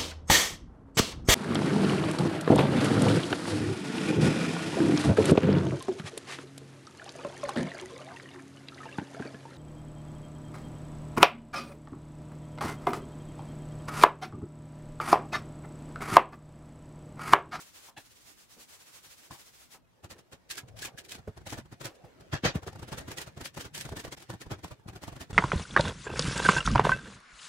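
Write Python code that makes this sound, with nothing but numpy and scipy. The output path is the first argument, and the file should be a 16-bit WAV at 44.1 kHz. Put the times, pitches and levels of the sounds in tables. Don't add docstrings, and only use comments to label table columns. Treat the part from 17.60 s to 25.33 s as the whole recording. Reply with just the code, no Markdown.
import sys
import numpy as np
from scipy import signal
from scipy.io import wavfile
from scipy.ndimage import uniform_filter1d

SR = 44100
rng = np.random.default_rng(int(sys.argv[2]) if len(sys.argv) > 2 else 0)


def wav_record(signal):
    frames = np.transpose(np.atleast_2d(signal))
    bounded = np.clip(frames, -1, 1)
    quanta = np.round(bounded * 32767).astype(np.int16)
    wavfile.write(sys.argv[1], SR, quanta)


N = 340893


def amp(db):
    return 10 ** (np.asarray(db) / 20)


def evened(x):
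    return x / np.sqrt(np.mean(x ** 2) + 1e-20)


def read(points, hz):
    f, value = np.transpose(points)
    return np.interp(np.log(hz + 1), np.log(f + 1), value)


# pitch in Hz, width in Hz, lift in dB before a layer's ring share.
RING_MODES = [(517, 23, 4.5), (737, 30, -0.5), (1766, 290, 5.5)]
# frequency in Hz, likeness from 0 to 1 before a layer's own share.
LEFT_RIGHT_LIKENESS = [(60, 1), (300, 0.9), (700, 0.54), (3000, 0.089)]
LEFT_DELAY_S = 4.5 / SR


def texture(colour, likeness=0., ring=0., grain_db=0., patchy_db=3.5, clump_db=0.):
    grain_sizes = np.minimum(rng.exponential(1, (2, N)), 6)
    grains = rng.standard_normal((2, N)) * amp(grain_db * grain_sizes)
    bunches = evened(uniform_filter1d(rng.standard_normal(N), size=120))
    grains = grains * amp(clump_db * bunches)

    hz, _, (first, second) = signal.stft(grains, SR, nperseg=1024)
    same = np.clip(likeness * read(LEFT_RIGHT_LIKENESS, hz), 0, 1)[:, None]
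    delay = np.exp(-2j * np.pi * hz * LEFT_DELAY_S)[:, None]
    left = first * delay
    right = same * first + np.sqrt(1 - same ** 2) * second

    patches = rng.standard_normal(first.shape)
    patches = uniform_filter1d(patches, size=3, axis=0)
    patches = evened(uniform_filter1d(patches, size=4, axis=1))
    lift_db = sum(db / (1 + (2 * (hz - f) / width) ** 2) for f, width, db in RING_MODES)
    colour_db = (read(colour, hz) + ring * lift_db)[:, None]
    spectrum = np.array([left, right]) * amp(colour_db + patchy_db * patches)

    sound = evened(signal.istft(spectrum, SR, nperseg=1024)[1][:, :N])
    power = uniform_filter1d((sound ** 2).mean(0), size=400)
    return sound / np.sqrt(power + 0.8)


def played(sound, rows, level_db, fall_ms, start=0.0039, lean=0.08, bend=1.63, slow=0.86, snap=0.):
    out = np.zeros((2, N))
    pans_db = 1.5 * rng.standard_normal(len(rows))
    for (s, *_), db, ms, pan in zip(rows, level_db, fall_ms, pans_db):
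        fall = slow * ms / 1000
        rise = start + lean * fall
        first = max(round((s - 4 * rise) * SR), 0)
        last = min(round((s + 2 * fall) * SR), N)
        at = np.arange(first, last)
        u = at / SR - s
        rising = np.exp(-.5 * (u / rise) ** 2)
        falling = amp(-30 * (abs(u) / fall) ** bend)
        shape = np.where(u < 0, rising, falling) + snap * np.exp(-abs(u) / 0.003)
        piece = sound[:, at] * shape
        piece /= np.sqrt(np.mean(piece ** 2) / np.mean(shape ** 2) + 1e-20)
        out[:, at] += amp(db + np.array([[pan / 2], [-pan / 2]])) * piece
    return out


def notes(rows, t60, rise, wobble, swell_s=0.):
    out = np.zeros(N)
    t = np.arange(SR // 5) / SR
    for s, hz, db in rows:
        waver = wobble * evened(uniform_filter1d(rng.standard_normal(len(t)), size=400))
        attack = np.minimum(t / (rise / hz + swell_s), 1)
        note = np.sin(2 * np.pi * hz * t + waver) * amp(db - 60 * t / t60) * attack
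        out[round(s * SR):][:len(t)] += np.sqrt(2) * note
    return out


# frequency in Hz, relative level in dB per Hz.
AIR_COLOUR = [(20, -18), (55, -1), (300, -9), (770, -18.5), (1000, -17.5), (16000, -39)]
AIR_GAIN_DB = -64


def room_air():
    return amp(AIR_GAIN_DB) * texture(AIR_COLOUR)


# time in seconds, gain in dB of the rumble, of the middle tones, of the dull hiss.
RUB_LEVELS = [(2.2, -87, -72.5, -87), (2.86, -66.5, -64.5, -71.5), (3.0, -56, -60, -75),
              (3.18, -47, -55.5, -71), (3.37, -58, -57, -69), (3.55, -64, -62, -65.5),
              (4.0, -51, -75, -70.5), (4.4, -70, -55.5, -65.5), (4.74, -55, -57.5, -64),
              (4.91, -60, -91, -73), (5.4, -47, -48.5, -56), (5.93, -62, -72, -69), (6.33, -43.5, -66, -72),
              (6.65, -68, -69, -63.5), (6.97, -51, -65, -64.5), (7.1, -70, -74, -65), (7.33, -50, -60, -80),
              (7.47, -62, -80, -57), (7.73, -50, -64, -67.5)]
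# frequency in Hz, relative level in dB per Hz.
THUD_COLOUR = [(24, -23), (55, 8.5), (120, 12), (250, -7.5), (420, -70)]
SCRUB_COLOUR = [(200, -4), (400, 4), (700, 1.5), (1000, -8.5), (2200, -39)]
SCUFF_COLOUR = [(900, -4.5), (1700, 3), (3500, -5), (7000, -9.5), (16000, -27)]


def rubbing():
    s, *levels_db = np.transpose(RUB_LEVELS)
    t = np.arange(N) / SR
    rumble, middle, hiss = (amp(np.interp(t, s, db, left=-120)) for db in levels_db)
    low = rumble * texture(THUD_COLOUR, likeness=0.77, patchy_db=7.0)
    mid = middle * texture(SCRUB_COLOUR, likeness=0.35, ring=0.45, patchy_db=5.5, clump_db=3.0)
    high = hiss * texture(SCUFF_COLOUR, likeness=0.25, grain_db=4.0)
    return low + mid + high


# start in seconds, pitch in Hz, level in dB.
BRUSH_CONTACTS = [(.28, 932, -51.5), (.96, 276, -49.5), (1.74, 895, -53), (2.14, 903, -52),
                  (2.55, 402, -51), (3.27, 770, -48), (4.29, 503, -48), (4.44, 593, -50.5),
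                  (5.585, 1023, -50)]


def brushes():
    return notes(BRUSH_CONTACTS, t60=0.17, rise=6.8, wobble=3.1)


# start in seconds, pitch in Hz, level in dB.
AXLE_SQUEAKS = [(2.978, 1360, -48), (2.98, 1664, -44), (3.228, 1674, -39.5), (3.251, 2490, -47),
                (3.376, 1680, -45.5), (3.516, 2520, -48), (5.582, 1930, -43)]


def squeaks():
    return notes(AXLE_SQUEAKS, t60=0.09, rise=1.3, wobble=0.3)


TICK_S, TICK_DB = .364, -38
# pitch in Hz, level in dB relative to the tap.
FRAME_MODES = [(786, -3), (1733, -3), (2676, -5.5), (3408, -8), (4080, -10)]


def frame_tick():
    rows = [(TICK_S, hz, TICK_DB + db) for hz, db in FRAME_MODES]
    return notes(rows, t60=0.1, rise=.3, wobble=1.54, swell_s=0.016)


# start in seconds, pitch as a share of the usual, level in dB.
WOOD_HITS = [(3.674, 0.98, -33.5), (5.065, 0.93, -37), (6.318, 1.03, -40), (6.33, .99, -37.5),
             (6.905, 1.06, -44)]
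# usual pitch in Hz, level in dB relative to the knock.
HOLLOW_WOOD_MODES = [(215, -2.5), (436, -1), (640, -8.5)]


def wood_knocks():
    rows = [(s, hz * share, db + mode_db) for hz, mode_db in HOLLOW_WOOD_MODES for s, share, db in WOOD_HITS]
    return notes(rows, t60=0.081, rise=1.0, wobble=0.58)


# start in seconds, ring in Hz, level in dB.
SHARP_BLOWS = [(4.735, 164, -22), (4.836, 193, -20), (1.709, 1036, -39.5), (4.955, 193, -17.5)]


def blows():
    return notes(SHARP_BLOWS, t60=0.028, rise=0.32, wobble=0.54)


# middle in seconds, pitch in Hz, peak level in dB.
DRY_SNAPS = [(3.223, 400, -38.5), (3.251, 400, -40), (3.927, 710, -28.5), (3.991, 257, -31.5),
             (4.853, 298, -20), (5.033, 900, -42), (5.082, 1080, -28), (7.047, 895, -28),
             (7.484, 724, -34.5), (5.86, 2040, -24.5), (5.976, 500, -37), (6.264, 160, -36.5),
             (6.47, 450, -35), (6.292, 795, -32), (6.452, 487, -31), (6.701, 905, -33.5),
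             (6.917, 500, -27.5), (7.438, 880, -31)]
SNAP_CYCLES = 0.44


def snaps():
    out = np.zeros(N)
    for s, hz, db in DRY_SNAPS:
        u = np.arange(-600, 600) / SR * hz
        dip = np.cos(2 * np.pi * u) * np.exp(-(u / SNAP_CYCLES) ** 2)
        out[round(s * SR) - 600:][:len(u)] -= amp(db) * dip
    return out


# peak in seconds, level in dB.
WALL_STROKES = [(0.01, -48), (0.074, -55), (0.165, -51), (0.256, -52), (0.405, -56.5), (0.462, -57.5),
                (0.518, -57.5), (0.57, -57.5), (0.616, -59), (0.685, -53), (0.802, -56.5), (0.922, -54.5),
                (1.012, -51), (1.099, -54.5), (1.139, -51.5), (1.214, -54), (1.28, -54), (1.356, -50.5),
                (1.453, -51.5), (1.519, -51.5), (1.59, -55), (1.647, -54.5), (1.741, -50.5), (1.803, -52),
                (1.874, -54.5), (1.95, -56.5), (2.013, -55), (2.131, -51.5)]
# frequency in Hz, relative level in dB per Hz.
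SWISH_COLOUR = [(150, -7), (400, -1.5), (2500, 0.5), (7000, 0), (16000, -8)]
STROKE_LONGEST_MS, STROKE_LAST_S = 163, 0.072


def strokes():
    s, level_db = np.transpose(WALL_STROKES)
    wait_ms = 1000 * np.diff(s, append=s[-1] + STROKE_LAST_S)
    fall_ms = np.minimum(wait_ms, STROKE_LONGEST_MS)
    hiss = texture(SWISH_COLOUR, patchy_db=0.9)
    return played(hiss, WALL_STROKES, level_db, fall_ms, start=0.0084, lean=0.14, bend=2.14)


def split(level_db, lead_db):
    share = 1 / (1 + np.exp(-lead_db / 5.54))
    return level_db + 10 * np.log10(np.array([share, 1 - share]) + 1e-9)


# peak in seconds, level in dB of the treble (peeling and clack), level in dB of the thud.
HARD_BURSTS = [(0.381, -52.5, -56), (1.716, -51, -48), (2.446, -53, -46.5), (2.513, -48, -53.5),
               (2.592, -58.5, -61), (2.731, -52, -51), (2.913, -37.5, -71), (2.957, -52.5, -67),
               (2.983, -41, -66), (3.037, -76, -47), (3.087, -59.5, -58.5), (3.146, -82, -49),
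               (3.172, -55.5, -68), (3.195, -48, -68), (3.227, -41.5, -79), (3.255, -40, -56),
               (3.348, -79, -46.5), (3.389, -46, -68), (3.453, -55, -79), (3.496, -51, -85),
               (3.521, -42.5, -66.5), (3.553, -49, -55), (3.59, -61, -48), (3.684, -62.5, -37),
               (3.777, -56, -44.5), (3.817, -67, -49), (3.872, -45, -46.5), (3.904, -46, -70),
               (3.932, -43, -39), (3.984, -48.5, -43.5), (4.059, -66.5, -52), (4.127, -55.5, -45.5),
               (4.215, -47, -46), (4.256, -40, -43.5), (4.356, -64.5, -83), (4.447, -70, -48.5),
               (4.61, -61, -53), (4.739, -35, -33.5), (4.856, -26, -28), (4.958, -45, -32.5),
               (5.033, -55, -43.5), (5.078, -46.5, -40.5), (5.132, -58, -52), (5.16, -57.5, -42),
               (5.196, -56, -45.5), (5.231, -51.5, -40), (5.287, -51, -48.5), (5.329, -43, -38),
               (5.385, -43, -45), (5.415, -57, -55), (5.485, -49, -41), (5.518, -44, -49.5),
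               (5.583, -40, -50), (5.618, -43, -57), (5.676, -52.5, -46.5), (5.777, -53.5, -42),
               (5.814, -46.5, -44), (5.857, -41, -63), (5.949, -55.5, -63), (5.977, -45, -40.5),
               (6.011, -43, -56), (6.055, -48.5, -46.5), (6.153, -41, -68), (6.18, -43, -66),
               (6.212, -40.5, -72), (6.257, -47.5, -42.5), (6.294, -51.5, -62), (6.326, -52, -38),
               (6.371, -43.5, -42), (6.401, -45, -57), (6.45, -46, -44.5), (6.481, -55, -44.5),
               (6.528, -43.5, -49), (6.579, -53.5, -60), (6.606, -57, -63), (6.627, -54, -60),
               (6.704, -46.5, -38.5), (6.739, -54.5, -41), (6.817, -46.5, -52.5), (6.867, -61.5, -42),
               (6.918, -43, -34.5), (6.992, -62.5, -53), (7.045, -46.5, -41), (7.083, -58, -61),
               (7.117, -53.5, -43), (7.198, -74, -55), (7.264, -76, -42), (7.288, -51, -43),
               (7.336, -61, -49), (7.363, -52, -44.5), (7.422, -59, -54), (7.438, -48, -47.5),
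               (7.483, -49.5, -41), (7.529, -56.5, -43), (7.566, -54, -45.5), (7.614, -45, -46),
               (7.708, -51.5, -41.5)]
# frequency in Hz, relative level in dB per Hz.
PEEL_COLOUR = [(800, -38), (1500, -2), (3000, 0), (8000, -2.5), (16000, -14)]
CLACK_COLOUR = [(900, -10), (1700, -1), (3500, -5), (7000, -14), (16000, -78)]
KNOCK_COLOUR = [(200, -2.5), (300, 6.5), (650, -2.5), (1000, -13.5), (1600, -43)]
RAP_COLOUR = [(400, -19), (700, 5.5), (1500, 1), (2400, -39)]
FALL_MS, USUAL_DB, FALL_MS_PER_DB, FALL_PER_WAIT, LONG_WAIT_MS = 48.7, -40.5, 1.12, 0.34, 81
KNOCK_SHARE, KNOCK_DB = 0.51, -1.5
DULLEST_DB = 17.5


def bursts():
    s, peel_db, thud_db = np.transpose(HARD_BURSTS)
    wait_ms = np.minimum(1000 * np.diff(s, append=N / SR), LONG_WAIT_MS)
    ms = FALL_MS + FALL_MS_PER_DB * (peel_db - USUAL_DB) + FALL_PER_WAIT * wait_ms
    ms = np.maximum(ms, 15.5)

    knock_db = peel_db + KNOCK_SHARE * (thud_db - peel_db) + KNOCK_DB
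    dullness_db = 0.5 * (knock_db - peel_db) + 2.4 * np.maximum(knock_db + 42.5, 0)
    clack_db, fizz_db = split(peel_db, np.minimum(dullness_db, DULLEST_DB))
    hollow_db, rap_db = split(knock_db, 0.054 * (thud_db - peel_db) + 3.5)

    fizz = texture(PEEL_COLOUR, likeness=0.14, grain_db=2.0, patchy_db=1.84, clump_db=2.0)
    fizz = played(fizz, HARD_BURSTS, fizz_db, ms, lean=0.12, slow=0.66, snap=0.99)
    clack = texture(CLACK_COLOUR, likeness=0.54, ring=0.78, grain_db=2.5, clump_db=2.0)
    clack = played(clack, HARD_BURSTS, clack_db, ms)
    hollow = texture(KNOCK_COLOUR, likeness=0.98, ring=0.84, patchy_db=4.5)
    hollow = played(hollow, HARD_BURSTS, hollow_db, ms, slow=0.88, snap=0.94)
    rap = texture(RAP_COLOUR, likeness=0.69, ring=0.35, patchy_db=3.0)
    rap = played(rap, HARD_BURSTS, rap_db, ms, slow=0.82, snap=1.0)
    thud = played(texture(THUD_COLOUR, likeness=0.86), HARD_BURSTS, thud_db, ms, slow=0.62)
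    return fizz + clack + hollow + rap + thud


# middle in seconds, length in seconds, change in dB before edge softening.
WORK_HUSHES = [(0.333, 0.058, -13), (6.559, 0.014, -17)]


def hushed(work):
    t = np.arange(N) / SR
    dip_db = sum(db * (abs(t - s) < length / 2) for s, length, db in WORK_HUSHES)
    return work * amp(uniform_filter1d(dip_db, size=200))


def scene():
    work = hushed(rubbing() + strokes() + bursts())
    hits = frame_tick() + wood_knocks() + blows() + snaps()
    return room_air() + brushes() + squeaks() + hits + work


def record(dry):
    low_cut = signal.butter(2, 38, "high", fs=SR, output="sos")
    dry = signal.sosfilt(low_cut, dry)
    top_cut = signal.firwin(511, 15850, window=("kaiser", 9), fs=SR)
    return signal.oaconvolve(dry, top_cut[None], "same")


dry = scene()
out = record(dry)
wav_record(out)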